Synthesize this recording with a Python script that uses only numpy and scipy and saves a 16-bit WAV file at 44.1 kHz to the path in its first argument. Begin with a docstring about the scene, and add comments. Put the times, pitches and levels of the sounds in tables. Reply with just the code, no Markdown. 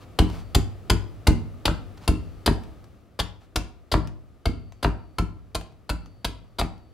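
"""A hand adze chops a green branch held on a stump in a small workshop, just under three blows a second.
Clicks of snapping fibres make the crunch; jerks and pushes ring modes of branch, stump, floor and room.
Some blows slice on into the stump with a clack, and on some the steel rings as one faint fading note.
Chips tick, shifted wood scuffs, the tail of an earlier blow opens the scene; reflections follow the work.
A low rumble and a faint hiss lie behind; two close microphones differ in colour and phase."""
import sys
import numpy as np
from scipy import signal
from scipy.fft import rfft, irfft, next_fast_len
from scipy.io import wavfile

SR = 44100
rng = np.random.default_rng(int(sys.argv[2]) if len(sys.argv) > 2 else 0)


def output_pcm(signal):
    """Save a mono or channel-first signal as 16-bit PCM at the path in sys.argv[1].

    Samples are clipped to [-1, 1] before scaling.
    """
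    pcm = np.clip(np.atleast_2d(signal).T, -1, 1) * 32767
    wavfile.write(sys.argv[1], SR, np.round(pcm).astype(np.int16))


N = 305613
T = np.arange(SR // 2) / SR   # the half second after a blow

# blows of the adze: start_s, bite_s (time to the deepest bite), crunch_db,
# treble_db (tilt of the crunch), thump_db (stump), chip_hz (pitch of the lifting chip)
BLOWS = [(0.1879, .004, -19.5, -3, -5.5, 2850), (0.5475, .0045, -18.5, 4.5, -7.5, 3800),
         (0.8982, 0.0046, -18, 3, -8, 4780), (1.2694, .005, -20, 3, -4, 3790),
         (1.654, 0.0049, -18.5, -1.5, -17.5, 3150), (2.0774, 0.0031, -24.5, 2.5, -7.5, 4340),
         (2.4607, 0.004, -19, 1.5, -20, 4740), (3.1905, .01, -21.5, -2.5, -19.5, 3400),
         (3.5581, 0.0043, -21.5, -0.5, -16.5, 5070), (3.9156, 0.0078, -23.5, -1, -17.5, 4550),
         (4.4553, 0.0032, -29, -1, -11.5, 4400), (4.8273, 0.0049, -31.5, 2, -22, 4570),
         (5.184, 0.0033, -30, 1.5, -12.5, 2650), (5.5472, .0065, -26, 3.5, -21.5, 4550),
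         (5.893, .0065, -29.5, 2, -17, 4300), (6.245, 0.0057, -24, 1, -21, 3840),
         (6.585, 0.012, -24, 0, -18.5, 3900)]
# colour of snapping wet fibres: freq_hz, level_db
FIBRE_COLOUR = [(300, -2.5), (1000, 1), (1900, -7.5), (2400, -6), (2800, -4), (3400, 0.5), (4200, -2),
                (4800, 1.5), (5500, -11.5), (9300, -12.5), (10200, -9.5), (11200, -18.5), (14500, -16),
                (16000, -43.5)]
# colour of loose chips and grit: freq_hz, level_db
LOOSE_CHIP_COLOUR = [(200, -10.5), (800, 7.5), (2000, -3), (4500, -5.5), (7000, -13), (15000, -22.5)]


def from_db(db):
    """Decibels to gain."""
    return 10 ** (np.asarray(db) / 20)


def unit(x):
    """Scale to the energy of 10 ms at rms 1."""
    return x / np.sqrt(np.sum(x ** 2) / (SR / 100) + 1e-20)


def at_hz(rows, hz, axis=1):
    """Read a column of a table on a log-frequency axis."""
    rows = np.array(rows)
    return np.interp(np.log(np.maximum(hz, 1)), np.log(rows[:, 0]), rows[:, axis])


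def add(track, s, sound):
    """Mix a sound into a track at a time in seconds."""
    start = max(round(s * SR), 0)
    track[start:start + len(sound)] += sound[:N - start]


def colour(x, spectrum, size=4096):
    """Causal (minimum-phase) filter with the given spectrum."""
    log_gain = np.log(from_db(at_hz(spectrum, np.fft.rfftfreq(size, 1 / SR))))
    cepstrum = irfft(log_gain)
    # folding the cepstrum onto positive time makes the filter minimum-phase
    cepstrum[1:size // 2] *= 2
    cepstrum[size // 2 + 1:] = 0
    impulse = irfft(np.exp(rfft(cepstrum)))
    return signal.fftconvolve(x, impulse)[:len(x)]


def ring(force, modes, detune, vary_db):
    """A force rings a set of modes; each one's tuning and share of the energy change from blow to blow."""
    hz, db, t60 = np.transpose(modes)[:, :, None]
    shift, strength = rng.standard_normal((2, len(modes), 1))   # grip and point of contact
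    waves = from_db(-60 * T / t60) * np.sin(2 * np.pi * hz * (1 + detune * shift) * T)
    answers = signal.fftconvolve(force[None], waves, axes=1)[:, :len(T)]
    gains = from_db(db + vary_db * strength)
    return sum(gain * unit(answer) for gain, answer in zip(gains, answers))


def snaps(per_s, spread_db):
    """Random clicks of either sign, their sizes spread evenly over spread_db."""
    chance, size, sign = rng.random((3, len(T)))
    return (chance < per_s / SR) * from_db(spread_db * size) * np.sign(sign - .5)


def bite(peak_s, entry, fade_s):
    """Cutting force: it jumps on entry, grows with depth and dies as the blade stops."""
    entry = np.clip(entry, 0, 1)
    growing = entry + (1 - entry) * T / peak_s
    dying = np.exp(-np.maximum(T - peak_s, 0) / fade_s)
    return np.where(T < peak_s, growing, dying)


def push(centre_s, width_s):
    """A soft contact: one rounded pulse of force."""
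    return np.exp(-.5 * ((T - centre_s) / width_s) ** 2)


def chops():
    """Each blow is crunch and knock first, then the stump's answer; a harder thump brings more knock and rocking."""
    usual_thump_db = -16
    knock_usual_db, knock_growth = -26.5, 0.45   # at the usual thump; dB per dB of thump
    rock_usual_db, rock_growth = -27.5, 1.26   # likewise
    out = np.zeros(N)
    for start_s, bite_s, crunch_db, treble_db, thump_db, chip_hz in BLOWS:
        harder_db = thump_db - usual_thump_db
        knock_db = knock_usual_db + knock_growth * harder_db
        rock_db = rock_usual_db + rock_growth * harder_db
        cut = from_db(crunch_db) * crunch(bite_s, treble_db, chip_hz)
        add(out, start_s, cut + from_db(knock_db) * knock(bite_s))
        add(out, start_s, from_db(thump_db) * thump() + from_db(rock_db) * rocking())
    return out


def crunch(bite_s, treble_db, chip_hz, chip_db=4, fade=0.68):
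    """Fibres snap at thousands a second; the finest give the treble, and the lifting chip resonates."""
    fibres = snaps(per_s=7000, spread_db=9.5) * bite(bite_s, entry=0.32, fade_s=fade * bite_s)
    resonance = [(chip_hz * .84, 0), (chip_hz, chip_db), (chip_hz * 1.16, 0), (7000, treble_db - 0.5)]
    return unit(colour(colour(fibres, resonance), FIBRE_COLOUR))


def knock(bite_s):
    """The blade advances in jerks that ring the damp branch."""
    # modes of the branch: freq_hz, level_db, t60_s
    branch_modes = [(460, -6, 0.036), (672, 2.5, 0.016), (860, -9.5, 0.014), (1016, 2.5, 0.02),
                    (1325, -3, 0.034), (1495, -13, 0.027), (2101, -6.5, 0.018), (2650, -7.5, 0.022)]
    jerks = snaps(per_s=6800, spread_db=21.0) * bite(bite_s * 0.89, entry=0.74, fade_s=0.005)
    return unit(ring(jerks, branch_modes, detune=0.016, vary_db=3))


def thump():
    """The swing's momentum presses the stump into the floor, rings the low modes and shakes the litter on top."""
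    # low modes of stump, floor and room: freq_hz, level_db, t60_s
    low_modes = [(55.4, -2, 0.34), (78, -2.5, 0.13), (99.36, -9, 0.55), (122.1, -6, 0.12),
                 (167.6, -15, 0.44)]
    force = push(centre_s=.012, width_s=.0018)
    return jostle() - unit(ring(force, low_modes, detune=0.01, vary_db=2.73))


def jostle(level_db=-32, settle_s=0.024, hop_s=0.027):
    """Loose chips hop when the stump is struck and patter back down."""
    landings = snaps(per_s=3000, spread_db=15.5) * np.minimum(T / hop_s, 1) * np.exp(-T / settle_s)
    return from_db(level_db) * unit(colour(landings, LOOSE_CHIP_COLOUR))


def rocking():
    """The stump's uneven foot bumps the floor twice after the blow."""
    # modes of the stump's foot: freq_hz, level_db, t60_s
    foot_modes = [(176.7, -1.5, 0.19), (257, 1, 0.039), (305, -5.5, 0.079), (312.7, -5, 0.093),
                  (393, -2.5, 0.039), (641, -11.5, 0.089)]
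    first_s, second_s = rng.normal(0, 0.0013, 2)   # uneven timing
    bumps = push(0.013955 + first_s, width_s=0.00023) + 0.61 * push(.039 + second_s, width_s=0.00057)
    return unit(ring(bumps, foot_modes, detune=0.048, vary_db=2.0))


def follow_through(slice_s=.013, rocking_db=-6):
    """The edge peels a shaving and stops in the end grain with a dull clack; the stump takes the rest of the swing."""
    # the blade stops in the stump: clack_s, clack_db
    stops = [(1.68, -21.5), (2.477, -16.5), (3.9409, -18), (4.846, -18.5), (6.613, -24)]
    # colour of the clack: freq_hz, level_db
    clack_colour = [(60, -13.5), (300, -0.5), (480, -2), (640, -0.5), (800, -4), (1000, -3.5), (1330, -4),
                    (1900, -14), (3000, -18.5), (4500, -17.5), (5600, -40), (15000, -79)]
    shaving_db, second_thump_db = -15, 7   # against the clack
    out = np.zeros(N)
    for clack_s, clack_db in stops:
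        shaving = snaps(per_s=20000, spread_db=17.0) * bite(slice_s, entry=0.27, fade_s=0.0014)
        shaving = unit(colour(shaving, FIBRE_COLOUR))
        add(out, clack_s - slice_s, from_db(clack_db + shaving_db) * shaving)
        clack = snaps(per_s=6000, spread_db=9.0) * bite(0.001, entry=0.99, fade_s=0.0026)
        add(out, clack_s, from_db(clack_db) * unit(colour(clack, clack_colour)))
        answer = thump() + from_db(rocking_db) * rocking()
        # 4 ms early: the blade is already pressing
        add(out, clack_s - .004, from_db(clack_db + second_thump_db) * answer)
    return out


def steel(pitch_hz=4533, t60=1.9):
    """The adze head sings on one thin, fading note."""
    # blows that set the head ringing: start_s, level_db
    rings = [(0.192, -61), (2.08, -68), (4.458, -66.5), (4.831, -66.5), (5.889, -63), (6.589, -65.5)]
    out, t = np.zeros(N), np.arange(2 * SR) / SR
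    for start_s, level_db in rings:
        add(out, start_s, from_db(level_db - 60 * t / t60) * np.sin(2 * np.pi * pitch_hz * t))
    return out


def litter(crest_db=12.5):
    """Chips tick as they land; soft grit gives the tail of an earlier blow, then wood scuffing over the litter."""
    # falling chips: start_s, peak_db (nominal: crest_db is taken off for the 10 ms level)
    falls = [(0.2997, -31.5), (2.636, -40), (2.8419, -43), (4.0732, -34), (4.7223, -39), (5.6117, -32.5),
             (5.7226, -50), (6.0596, -40.5), (6.7792, -50)]
    # first row the fading tail of a blow struck just before the start, the others wood scuffs:
    # start_s, length_s, level_db (rms before the envelope)
    tail_and_scuffs = [(0, 0.053, -53), (0.245, 0.2, -47.5), (1.97, 0.015, -50), (2.001, 0.074, -51.5),
                       (3.388, 0.086, -62)]
    out = np.zeros(N)
    for start_s, peak_db in falls:
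        tick = snaps(per_s=57000, spread_db=18.0) * np.exp(-T / 0.0029)   # a click on every sample
        add(out, start_s, from_db(peak_db - crest_db) * unit(colour(tick, LOOSE_CHIP_COLOUR)))
    for start_s, length_s, level_db in tail_and_scuffs:
        grit = colour(snaps(per_s=3900, spread_db=11), LOOSE_CHIP_COLOUR)
        envelope = np.sin(np.pi * np.minimum(T / length_s, 1))
        add(out, start_s, from_db(level_db) * grit / grit.std() * envelope)
    return out


def workshop(x, count=5):
    """Arms and body keep moving, so the pattern of reflections changes from blow to blow, cycling through a few."""
    starts = np.array(BLOWS)[:, 0] - .03   # change just ahead of each blow
    pose = np.searchsorted(starts, np.arange(N) / SR) % count
    mid, side = sum(signal.oaconvolve([x * (pose == k)], room_response(), axes=1)[:, :N]
                    for k in range(count))
    return np.array([mid + side, mid - side])


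def room_response(early=2.3, early_s=0.01, gap_s=0.0026):
    """Close reflections off floor and bench, then a short tail that dies sooner in the treble; mid and side."""
    # the room: freq_hz, t60_s, wet_db (reverberation against direct sound), side_db (side against mid)
    room = [(51.34, 0.94, -19.5, 4.5), (109, 0.62, -8, 3.5), (296.8, 0.53, -4.5, -8.5),
            (694, 0.52, -6.5, -6.5), (1454, 0.35, -4.5, -6), (2460, 0.4, -4.5, -4.5),
            (4000, 0.4, -12.5, -5.5), (7000, 0.3, -5, -2), (15000, .2, -14.5, 0.5)]
    white = rng.standard_normal((2, 2, len(T)))
    edges = np.geomspace(30, 17000, 19)   # band edges, Hz
    build_up = (1 + early * np.exp(-T / early_s)) * np.clip(T / gap_s - 1, 0, 1)
    response = 0
    for k, (low, high) in enumerate(zip(edges, edges[1:])):
        centre_hz = np.sqrt(low * high)
        t60, wet_db, side_db = (at_hz(room, centre_hz, axis=column) for column in (1, 2, 3))
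        band_filter = signal.butter(2, [low, high], "band", fs=SR, output="sos")
        band = signal.sosfilt(band_filter, white[k % 2])
        band = band * build_up * from_db(-60 * T / t60)
        share = 2 * (high - low) / SR   # the band's part of a click's energy
        band = band * np.sqrt(share / np.sum(band ** 2, 1, keepdims=True))
        response = response + band * from_db([[wet_db], [wet_db + side_db]])
    return response


def background(rumble_db=-45.5, hiss_db=-61, width=0.41):
    """Low rumble of the building and a faint hiss, as coloured noise; both sink once and stay lower."""
    # colour of the rumble: freq_hz, level_db
    rumble_colour = [(20, -7), (50, -2), (105, 1.5), (150, -10), (320, -12), (480, -16.5), (700, -18),
                     (950, -30), (2000, -33), (5000, -41), (15500, -69)]
    # colour of the hiss: freq_hz, level_db
    hiss_colour = [(300, 20.5), (750, 8.5), (950, 11), (1220, 25.5), (1600, 11), (3000, 6.5), (5000, 0),
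                   (7000, 2), (15500, -3)]
    # the sinking falls in a pause between blows
    sink_start_s, sink_length_s, sink_db = 2.68, 0.43, 8.5
    sunk = np.clip((np.arange(N) / SR - sink_start_s) / sink_length_s, 0, 1)
    out = 0
    for spectrum, level_db in ((rumble_colour, rumble_db), (hiss_colour, hiss_db)):
        # the first second is dropped while the filter settles
        noise = np.array([colour(white, spectrum)[SR:] for white in rng.standard_normal((2, N + SR))])
        out = out + from_db(level_db - sink_db * sunk) * noise / noise.std()
    mid, side = out
    return mid + width * side * np.array([[1], [-1]])


def scene():
    """The work close by and direct, its reflections in the workshop, and the background."""
    work = chops() + follow_through() + steel() + litter()
    return work + workshop(work) + background()


def record(dry):
    """The two microphones differ in colour and phase; the deepest bass and the top are cut."""
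    # left microphone against right: freq_hz, level_db, phase_lead_rad
    ports = [(80, .5, 0), (130, 2, 0), (900, 1.8, 0), (2800, 1.5, -.35), (4500, 1.2, -.1), (5400, 3.7, -.3),
             (7300, 3.5, -1.15), (8300, -3, -1.1), (10000, -2.8, .3), (11000, 4, .4), (12000, 4, -.6),
             (15500, 5, -1)]
    size = next_fast_len(N + SR // 10)
    hz = np.fft.rfftfreq(size, 1 / SR)
    half = np.array([[.5], [-.5]])   # each microphone takes half the difference
    gains = from_db(half * at_hz(ports, hz)) * np.exp(1j * half * at_hz(ports, hz, axis=2))
    pair = irfft(rfft(dry, size) * gains, size)[:, :N]
    pair = signal.sosfilt(signal.butter(3, 36, "high", fs=SR, output="sos"), pair)
    return signal.sosfilt(signal.ellip(10, .1, 80, 15800, fs=SR, output="sos"), pair)


dry = scene()
out = record(dry)
output_pcm(out)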